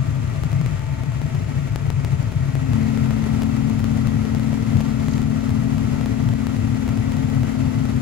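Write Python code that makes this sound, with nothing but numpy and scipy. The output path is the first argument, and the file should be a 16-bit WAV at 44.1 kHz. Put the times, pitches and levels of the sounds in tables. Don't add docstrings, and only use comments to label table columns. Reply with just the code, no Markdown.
import sys
import numpy as np
from scipy import signal
from scipy.fft import rfft, irfft
from scipy.io import wavfile
from scipy.ndimage import uniform_filter1d

SR = 44100
rng = np.random.default_rng(int(sys.argv[2]) if len(sys.argv) > 2 else 0)


def master_out(mix):
    frames = np.transpose(np.atleast_2d(mix))
    ceiling = np.clip(frames, -1, 1)
    pcm = np.round(ceiling * 32767).astype(np.int16)
    wavfile.write(sys.argv[1], SR, pcm)


N = 353373
TIME = np.arange(N) / SR
FREQS = np.maximum(np.arange(N // 2 + 1) * SR / N, 1)
SWELL_S, SWELL_LENGTH_S = 2.59, 0.21


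def from_db(db):
    return 10 ** (np.asarray(db) / 20)


def power_db(power):
    return 10 * np.log10(power)


def unit_rms(x):
    return x / np.sqrt(np.mean(x ** 2) + 1e-20)


def ramp(start_s, length_s):
    return np.clip((TIME - start_s) / length_s, 0, 1)


def over_time(rows):
    return np.interp(TIME, *np.transpose(rows))


def over_frequency(rows):
    hz, *columns = np.transpose(rows)
    return [np.interp(np.log(FREQS), np.log(hz), column) for column in columns]


def bell(hz, width_hz):
    return 1 / (1 + (2 * (FREQS - hz) / width_hz) ** 2) ** 2


def drift(rate_hz):
    hop, run_in = 40, 2000
    pole = np.exp(-2 * np.pi * rate_hz * hop / SR)
    noise = rng.standard_normal(N // hop + run_in + 2)
    slow = signal.lfilter([1], [1, -2 * pole, pole * pole], noise)[run_in:]
    return np.interp(np.arange(N) / hop, np.arange(len(slow)), unit_rms(slow))


def turbulence(density_db):
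    # freq_hz, coherence (0-1), left_lead_rad, left_over_right_db
    stereo_spread = [(25, 0.7, 0.5, 5.5), (50, 0.95, 0.6, 3.7), (75, 0.95, 0.8, 5.0),
                     (110, 0.99, 0.75, 6.7), (150, 0.99, 1.15, 8.8), (190, 0.8, 1.1, 8.5),
                     (255, 0.92, 1.6, 10.3), (300, 0.76, 1.2, 10.0), (355, 0.5, 1.4, 11.0),
                     (405, 0.15, 3.0, 5.2), (440, 0.3, 4.6, 10.5), (490, 0.15, 3.5, 8.0),
                     (560, 0.45, 4.6, 7.2), (650, 0.72, 5.1, 4.6), (710, 0.35, 4.8, 5.5),
                     (780, 0.72, 4.4, 6.0), (890, 0.68, 4.4, 1.0), (980, 0.62, 4.7, 2.7),
                     (1250, 0.7, 5.0, 2.8), (1450, 0.55, 5.3, 4.7), (1650, 0.15, 5.7, 5.5),
                     (1900, 0.68, 5.4, 7.0), (2150, 0.48, 6.1, 1.8), (2550, 0.22, 5.3, 2.2),
                     (3400, 0.15, 4.3, -1.7), (4500, 0.25, 6.0, 0.0), (6100, 0.3, 3.0, -3.2),
                     (7800, 0.4, -0.3, 1.2), (8800, 0.75, 3.1, 0.3), (9700, 0.41, 4.2, 0.3),
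                     (11000, 0.93, 6.3, 0.3), (12000, 0.8, 6.3, 0.2), (13300, 0.55, 9.4, 0.2),
                     (15400, 0.8, 12.5, 0.8)]
    coherence, lead_rad, pan_db = over_frequency(stereo_spread)
    shared, own = rfft(rng.standard_normal((2, N)))
    left = shared * from_db(pan_db / 2)
    right = coherence * shared + np.sqrt(1 - coherence ** 2) * own
    right = right * np.exp(-1j * lead_rad) * from_db(-pan_db / 2)
    equal_power = np.sqrt(2 / (from_db(pan_db) + from_db(-pan_db)))
    return irfft(np.array([left, right]) * equal_power * from_db(density_db) * np.sqrt(SR / 2), N)


def resonant_flow(before_db, after_db, bands, start_s, length_s):
    for hz, width_hz, lift_before_db, lift_after_db in bands:
        shape = bell(hz, width_hz)
        before_db = before_db + power_db(1 + (from_db(2 * lift_before_db) - 1) * shape)
        after_db = after_db + power_db(1 + (from_db(2 * lift_after_db) - 1) * shape)
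    blend = ramp(start_s, length_s)
    return np.sqrt(1 - blend) * turbulence(before_db) + np.sqrt(blend) * turbulence(after_db)


def ride_level(noise, level_db, window_s):
    power = uniform_filter1d(noise.mean(axis=0) ** 2, int(window_s * SR))
    return noise / np.sqrt(power + 1e-20) * from_db(level_db)


def whistles(whine_hz=670, whine_db=-58, beat_s=0.638, crest_s=4.37, wander_hz=2.05, pan_db=5):
    # pitch_hz, level_db
    held_tones = [(705, -61), (775.5, -61), (1009, -67), (2017, -64)]
    # middle_s, length_s, pitch_hz, level_db
    passing_tones = [(.4, 1.7, 1191, -53.5), (0.918, 0.63, 888, -50.5)]
    tones = [(whine_hz, from_db(whine_db) * np.cos(np.pi * (TIME - crest_s) / beat_s))]
    tones += [(hz, from_db(db) * ramp(SWELL_S, SWELL_LENGTH_S)) for hz, db in held_tones]
    for middle_s, length_s, hz, db in passing_tones:
        arch = np.cos(np.pi * np.clip((TIME - middle_s) / length_s, -0.5, 0.5))
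        tones.append((hz, from_db(db) * arch))
    wave = np.zeros(N)
    for hz, gain in tones:
        pitch_hz = hz + wander_hz * drift(rate_hz=4)
        wave += gain * np.sin(2 * np.pi * np.cumsum(pitch_hz) / SR)
    return np.sqrt(2) * wave * from_db([[pan_db / 2], [-pan_db / 2]])


def rustle(peak_s=5.112, peak_db=-49.5, grain_db=4.5, crinkle_s=5.138, crinkle_db=-40.5):
    # centre_hz, width_hz, relative_db
    rustle_bands = [(4600, 1700, -1), (6600, 1300, 2)]
    bands = [from_db(2 * db) * bell(hz, width_hz) for hz, width_hz, db in rustle_bands]
    since_s = TIME - peak_s
    level_db = peak_db + np.minimum(170 * since_s, -150 * since_s)
    stir = unit_rms(turbulence(power_db(sum(bands)))) * from_db(level_db + grain_db * drift(rate_hz=90))
    snap = from_db(crinkle_db) * np.exp(-((TIME - crinkle_s) / 0.0024) ** 2)
    return stir + unit_rms(turbulence(power_db(bands[0]))) * snap


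def small_ticks(beat_hz=83.004, cycle_hz=21.688, cycle_at_s=0.0164, window_s=0.004):
    start_s = np.arange(1, int(N / SR * beat_hz)) / beat_hz
    apart_s = (((start_s - cycle_at_s) * cycle_hz + 0.5) % 1 - 0.5) / cycle_hz
    chance = 0.1 + 0.8 * np.exp(-(apart_s / window_s) ** 2)
    fires = rng.random(len(start_s)) < chance
    size, side = np.clip(rng.standard_normal((2, len(start_s))), -2, 1)
    level_db, pan_db, knock_db = -35 + 1.5 * size, 10 + 6 * side, np.zeros(len(start_s))
    return np.column_stack([start_s, level_db, pan_db, knock_db])[fires]


def ticks(boost_db=6.0, edge_hz=15000, knock_hz=600, decay_s=0.0015):
    # start_s, level_db (before the boost), left_over_right_db, knock_lift_db
    loud_ticks = [(0.4363, -24, 16, 2.5), (0.5176, -27.0, 16, -3), (0.5301, -26, 10, 0),
                  (0.6139, -26.5, 16, 2), (0.6621, -23, 15, 0.5), (0.795, -29.5, 16, -8),
                  (1.0359, -28, 11, 2), (1.1207, -32, 16, 2), (1.217, -28.5, 18, 5), (1.349, -28, -3, -3),
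                  (1.3541, -30.0, 16, 5), (1.7597, -18.5, 12, 0), (1.867, -31, 12, 2),
                  (1.9029, -20.5, 16, 0.5), (2.0484, -19.5, 6, -3), (2.2286, -29.5, 10, 1),
                  (2.3199, -30, 14, 3), (2.3249, -29.5, 1, 1), (2.5542, -24.5, 13, 2),
                  (2.7342, -24.5, 16, 2.5), (2.9752, -24.5, 12, 1), (3.1082, -25.5, 12, 3.5),
                  (3.2413, -31, 16, 6), (3.4213, -20.5, 3, -2), (3.4338, -22, 5, -4), (3.5658, -28, 16, -1),
                  (3.6987, -25, 16, -1), (3.795, -28, 16, 1), (3.8034, -28, 7, 1), (3.8432, -21.5, 18, 1),
                  (3.9752, -26.5, 0, -2), (4.0725, -22, 14, -2), (4.2527, -29, 9, 6), (4.349, -24, 16, 1),
                  (4.3972, -28, 16, 4), (4.5301, -29.0, 13, 5), (4.5417, -27.5, 7, 0),
                  (4.7709, -25, 16, -1), (4.8066, -24, 2, 4), (4.812, -25, 14, 0), (5.0841, -23.5, 5, 0),
                  (5.1805, -26.5, 5, -8), (5.2188, -26, 16, 0), (5.4936, -25, 9, 2), (5.5061, -29, -7, -3),
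                  (5.7824, -27, 16, -2), (6.0118, -27, 13, 2), (6.06, -21.5, 6, -1), (6.2893, -24.5, 8, -5),
                  (6.3374, -29, 14, 4), (6.4695, -22, 16, 0), (6.5658, -28, 16, -1), (6.8789, -25, 7, 1),
                  (6.891, -23, 0, -1), (6.9752, -26, 5, 0), (7.121, -24, 16, 0), (7.1688, -27, 9, 1),
                  (7.3009, -27, 16, 1), (7.349, -28, 12, -2), (7.4334, -25, -4, 3), (7.8548, -28, 15.5, 3)]
    start_s, level_db, pan_db, knock_db = np.vstack([small_ticks(), loud_ticks]).T
    sides = from_db([pan_db / 2, -pan_db / 2])
    at = np.clip(np.round(start_s * SR).astype(int), 0, N - 1)
    polarity = rng.choice([-1, 1], len(at))
    clicks, knocks = np.zeros((2, 2, N))
    clicks[:, at] = sides / sides.mean(axis=0) * from_db(level_db + boost_db) * polarity
    knocks[:, at] = clicks[:, at] * (from_db(knock_db) - 1)
    knock_band = signal.butter(1, [knock_hz / 2, knock_hz * 2], "band", fs=SR)
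    clicks = clicks + signal.lfilter(*knock_band, knocks + 1e-18)
    soften = np.exp(-2 * np.pi * edge_hz / SR)
    clicks = signal.lfilter([1 - soften], [1, -soften], clicks + 1e-18)
    leak = np.exp(-1 / (decay_s * SR))
    return signal.lfilter([1], [1, -leak], clicks)


def air_rush(after_trim_db=-0.74, surge_db=0.5, settle_s=1, flutter_db=0.9):
    # freq_hz, before_db_per_hz, after_db_per_hz (untrimmed)
    rush_spectrum = [(316, -67, -61), (419, -69, -63.5), (530, -74, -67), (780, -73.5, -69),
                     (1000, -75, -71.5), (1380, -74.5, -72), (1630, -79, -76.5), (2170, -77, -75.5),
                     (3190, -84, -81), (4980, -89, -85.5), (6500, -90, -87), (9200, -99, -96.5),
                     (15300, -106.9, -102.4)]
    # centre_hz, width_hz, lift_before_db, lift_after_db
    rush_bands = [(254, 109, 13, 10), (308.6, 80, -12, -4), (382, 47, 0, -2), (441, 22, 5, 5.5),
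                  (560, 17, 9.5, 4.5), (645, 44, 9, -1.5), (668, 35, 2.5, 5), (886, 60, 8, 6.5),
                  (1180, 40, 2, 3), (1310, 31, 6, 6), (1370, 40, 2.5, 3), (1903, 110, 6.5, 6),
                  (2027, 67, -3, 4), (2640, 77, 4.5, 4.5), (3150, 51, 4, 4), (7030, 3140, 4, 3.5),
                  (10680, 2500, 6.5, 7.5)]
    # time_s, level_db_per_hz
    hiss_envelope = [(0, -100), (0.25, -87), (0.55, -78.5), (1.1, -79.5), (1.5, -83.5), (2.62, -85),
                     (2.75, -76), (3.05, -77), (3.3, -84), (3.9, -88), (8, -92)]
    settling_s = np.maximum(TIME - SWELL_S - SWELL_LENGTH_S, 0)
    overshoot_db = surge_db * ramp(SWELL_S, SWELL_LENGTH_S) * np.exp(-settling_s / settle_s)
    gain = from_db(overshoot_db + flutter_db * drift(rate_hz=20))
    hiss = turbulence(power_db(bell(hz=2200, width_hz=890))) * from_db(over_time(hiss_envelope))
    before_db, after_db = over_frequency(rush_spectrum)
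    rush = resonant_flow(before_db, after_db + after_trim_db, rush_bands, SWELL_S, SWELL_LENGTH_S)
    return rush * gain + hiss


def hum_note(hz, sag_hz_per_s, overtones, start_s, attack_s, level_db, db_per_s, waver_db,
             sway_rad, pan_db, left_lead_rad, throb_hz=7.2, throb_db=0.1):
    since_s = TIME - start_s
    pitch_hz = hz - sag_hz_per_s * since_s
    throb = np.sin(2 * np.pi * throb_hz * TIME + 0.1 * drift(rate_hz=0.75))
    phase = 2 * np.pi * np.cumsum(pitch_hz) / SR + sway_rad * (throb + 0.13 * drift(rate_hz=21))
    phase = phase - np.array([[0], [left_lead_rad]])
    wave = np.sin(phase) + sum(from_db(db) * np.sin(round(k) * phase) for k, db in overtones)
    right = from_db(-pan_db)
    centre = abs(1 + right * np.exp(-1j * left_lead_rad)) / 2
    sides = np.array([[1], [right]]) / centre
    attack = np.clip(since_s / attack_s, 1e-4, 1)
    envelope_db = level_db + db_per_s * since_s + throb_db * throb + waver_db * drift(rate_hz=9.9)
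    return np.sqrt(2) * wave * sides * attack * from_db(envelope_db)


def hum():
    # harmonic_number, relative_db
    low_overtones = [(2, -30)]
    high_overtones = [(3, -32)]
    low = hum_note(hz=220, sag_hz_per_s=0.14, overtones=low_overtones,
                   start_s=2.705, attack_s=0.05, level_db=-24.5, db_per_s=-1.02, waver_db=0.63,
                   sway_rad=0.036, pan_db=13.6, left_lead_rad=1.09)
    high = hum_note(hz=259.5, sag_hz_per_s=0.53, overtones=high_overtones,
                    start_s=2.42, attack_s=0.3, level_db=-31.5, db_per_s=0.43, waver_db=0.65,
                    sway_rad=0.7, pan_db=10.5, left_lead_rad=1.7)
    return low + high


def burners(roar_trim_db=0.1, draught_db=-32, crossover_hz=85, rolloff_hz=172):
    # time_s, level_db (untrimmed)
    flame_envelope = [(0.0, -21.5), (0.38, -25), (0.64, -19), (0.84, -29.5), (0.89, -25), (1.45, -24),
                      (1.54, -29.5), (1.56, -19.5), (1.69, -29), (1.74, -18), (1.78, -32), (1.83, -22.5),
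                      (2.25, -21), (2.34, -32), (2.36, -20.5), (2.67, -23.5), (2.72, -18), (2.74, -21),
                      (2.99, -26), (3.03, -19), (3.12, -25), (4.21, -22.5), (4.3, -31), (4.34, -22.5),
                      (4.63, -27), (4.79, -16.5), (4.86, -33), (4.88, -25), (5.35, -24), (5.39, -29),
                      (5.55, -22.5), (6.21, -27), (6.26, -16.5), (6.42, -29.5), (6.71, -22), (6.79, -24.5),
                      (6.84, -36), (6.88, -27.5), (7.0, -21), (7.04, -33), (7.08, -24.5), (7.17, -27),
                      (7.2, -21.5), (7.31, -27), (7.35, -18.5), (7.53, -27.5), (7.69, -22), (7.73, -35),
                      (7.78, -16), (7.84, -27), (7.98, -24), (8.0, -24.5)]
    # freq_hz, relative_db
    flue_spectrum = [(12, -55), (20, -40.5), (119, 3), (147, 1.5), (180, -7.5), (230, -27), (400, -120)]
    # centre_hz, width_hz, lift_before_db, lift_after_db
    flue_modes = [(57.7, 9, 4.5, 6.5), (105, 17, 2, 2.5), (138.1, 8, 6.5, -1), (151, 8.2, 0, 3.5)]
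    colour_db = over_frequency(flue_spectrum)[0] - power_db(1 + (FREQS / rolloff_hz) ** 20)
    upper_db = colour_db - power_db(1 + (crossover_hz / FREQS) ** 10)
    lower_db = colour_db - power_db(1 + (FREQS / crossover_hz) ** 20)
    roar, draught = [resonant_flow(db, db, flue_modes, start_s=3.03, length_s=0.65)
                     for db in (upper_db, lower_db)]
    roar = ride_level(roar, over_time(flame_envelope) + roar_trim_db, window_s=0.13)
    return roar + ride_level(draught, draught_db, window_s=0.26)


def scene():
    return burners() + air_rush() + hum() + ticks() + rustle() + whistles()


def record(dry):
    return signal.sosfiltfilt(signal.ellip(10, 0.05, 60, 15750, fs=SR, output="sos"), dry)


dry = scene()
out = record(dry)
master_out(out)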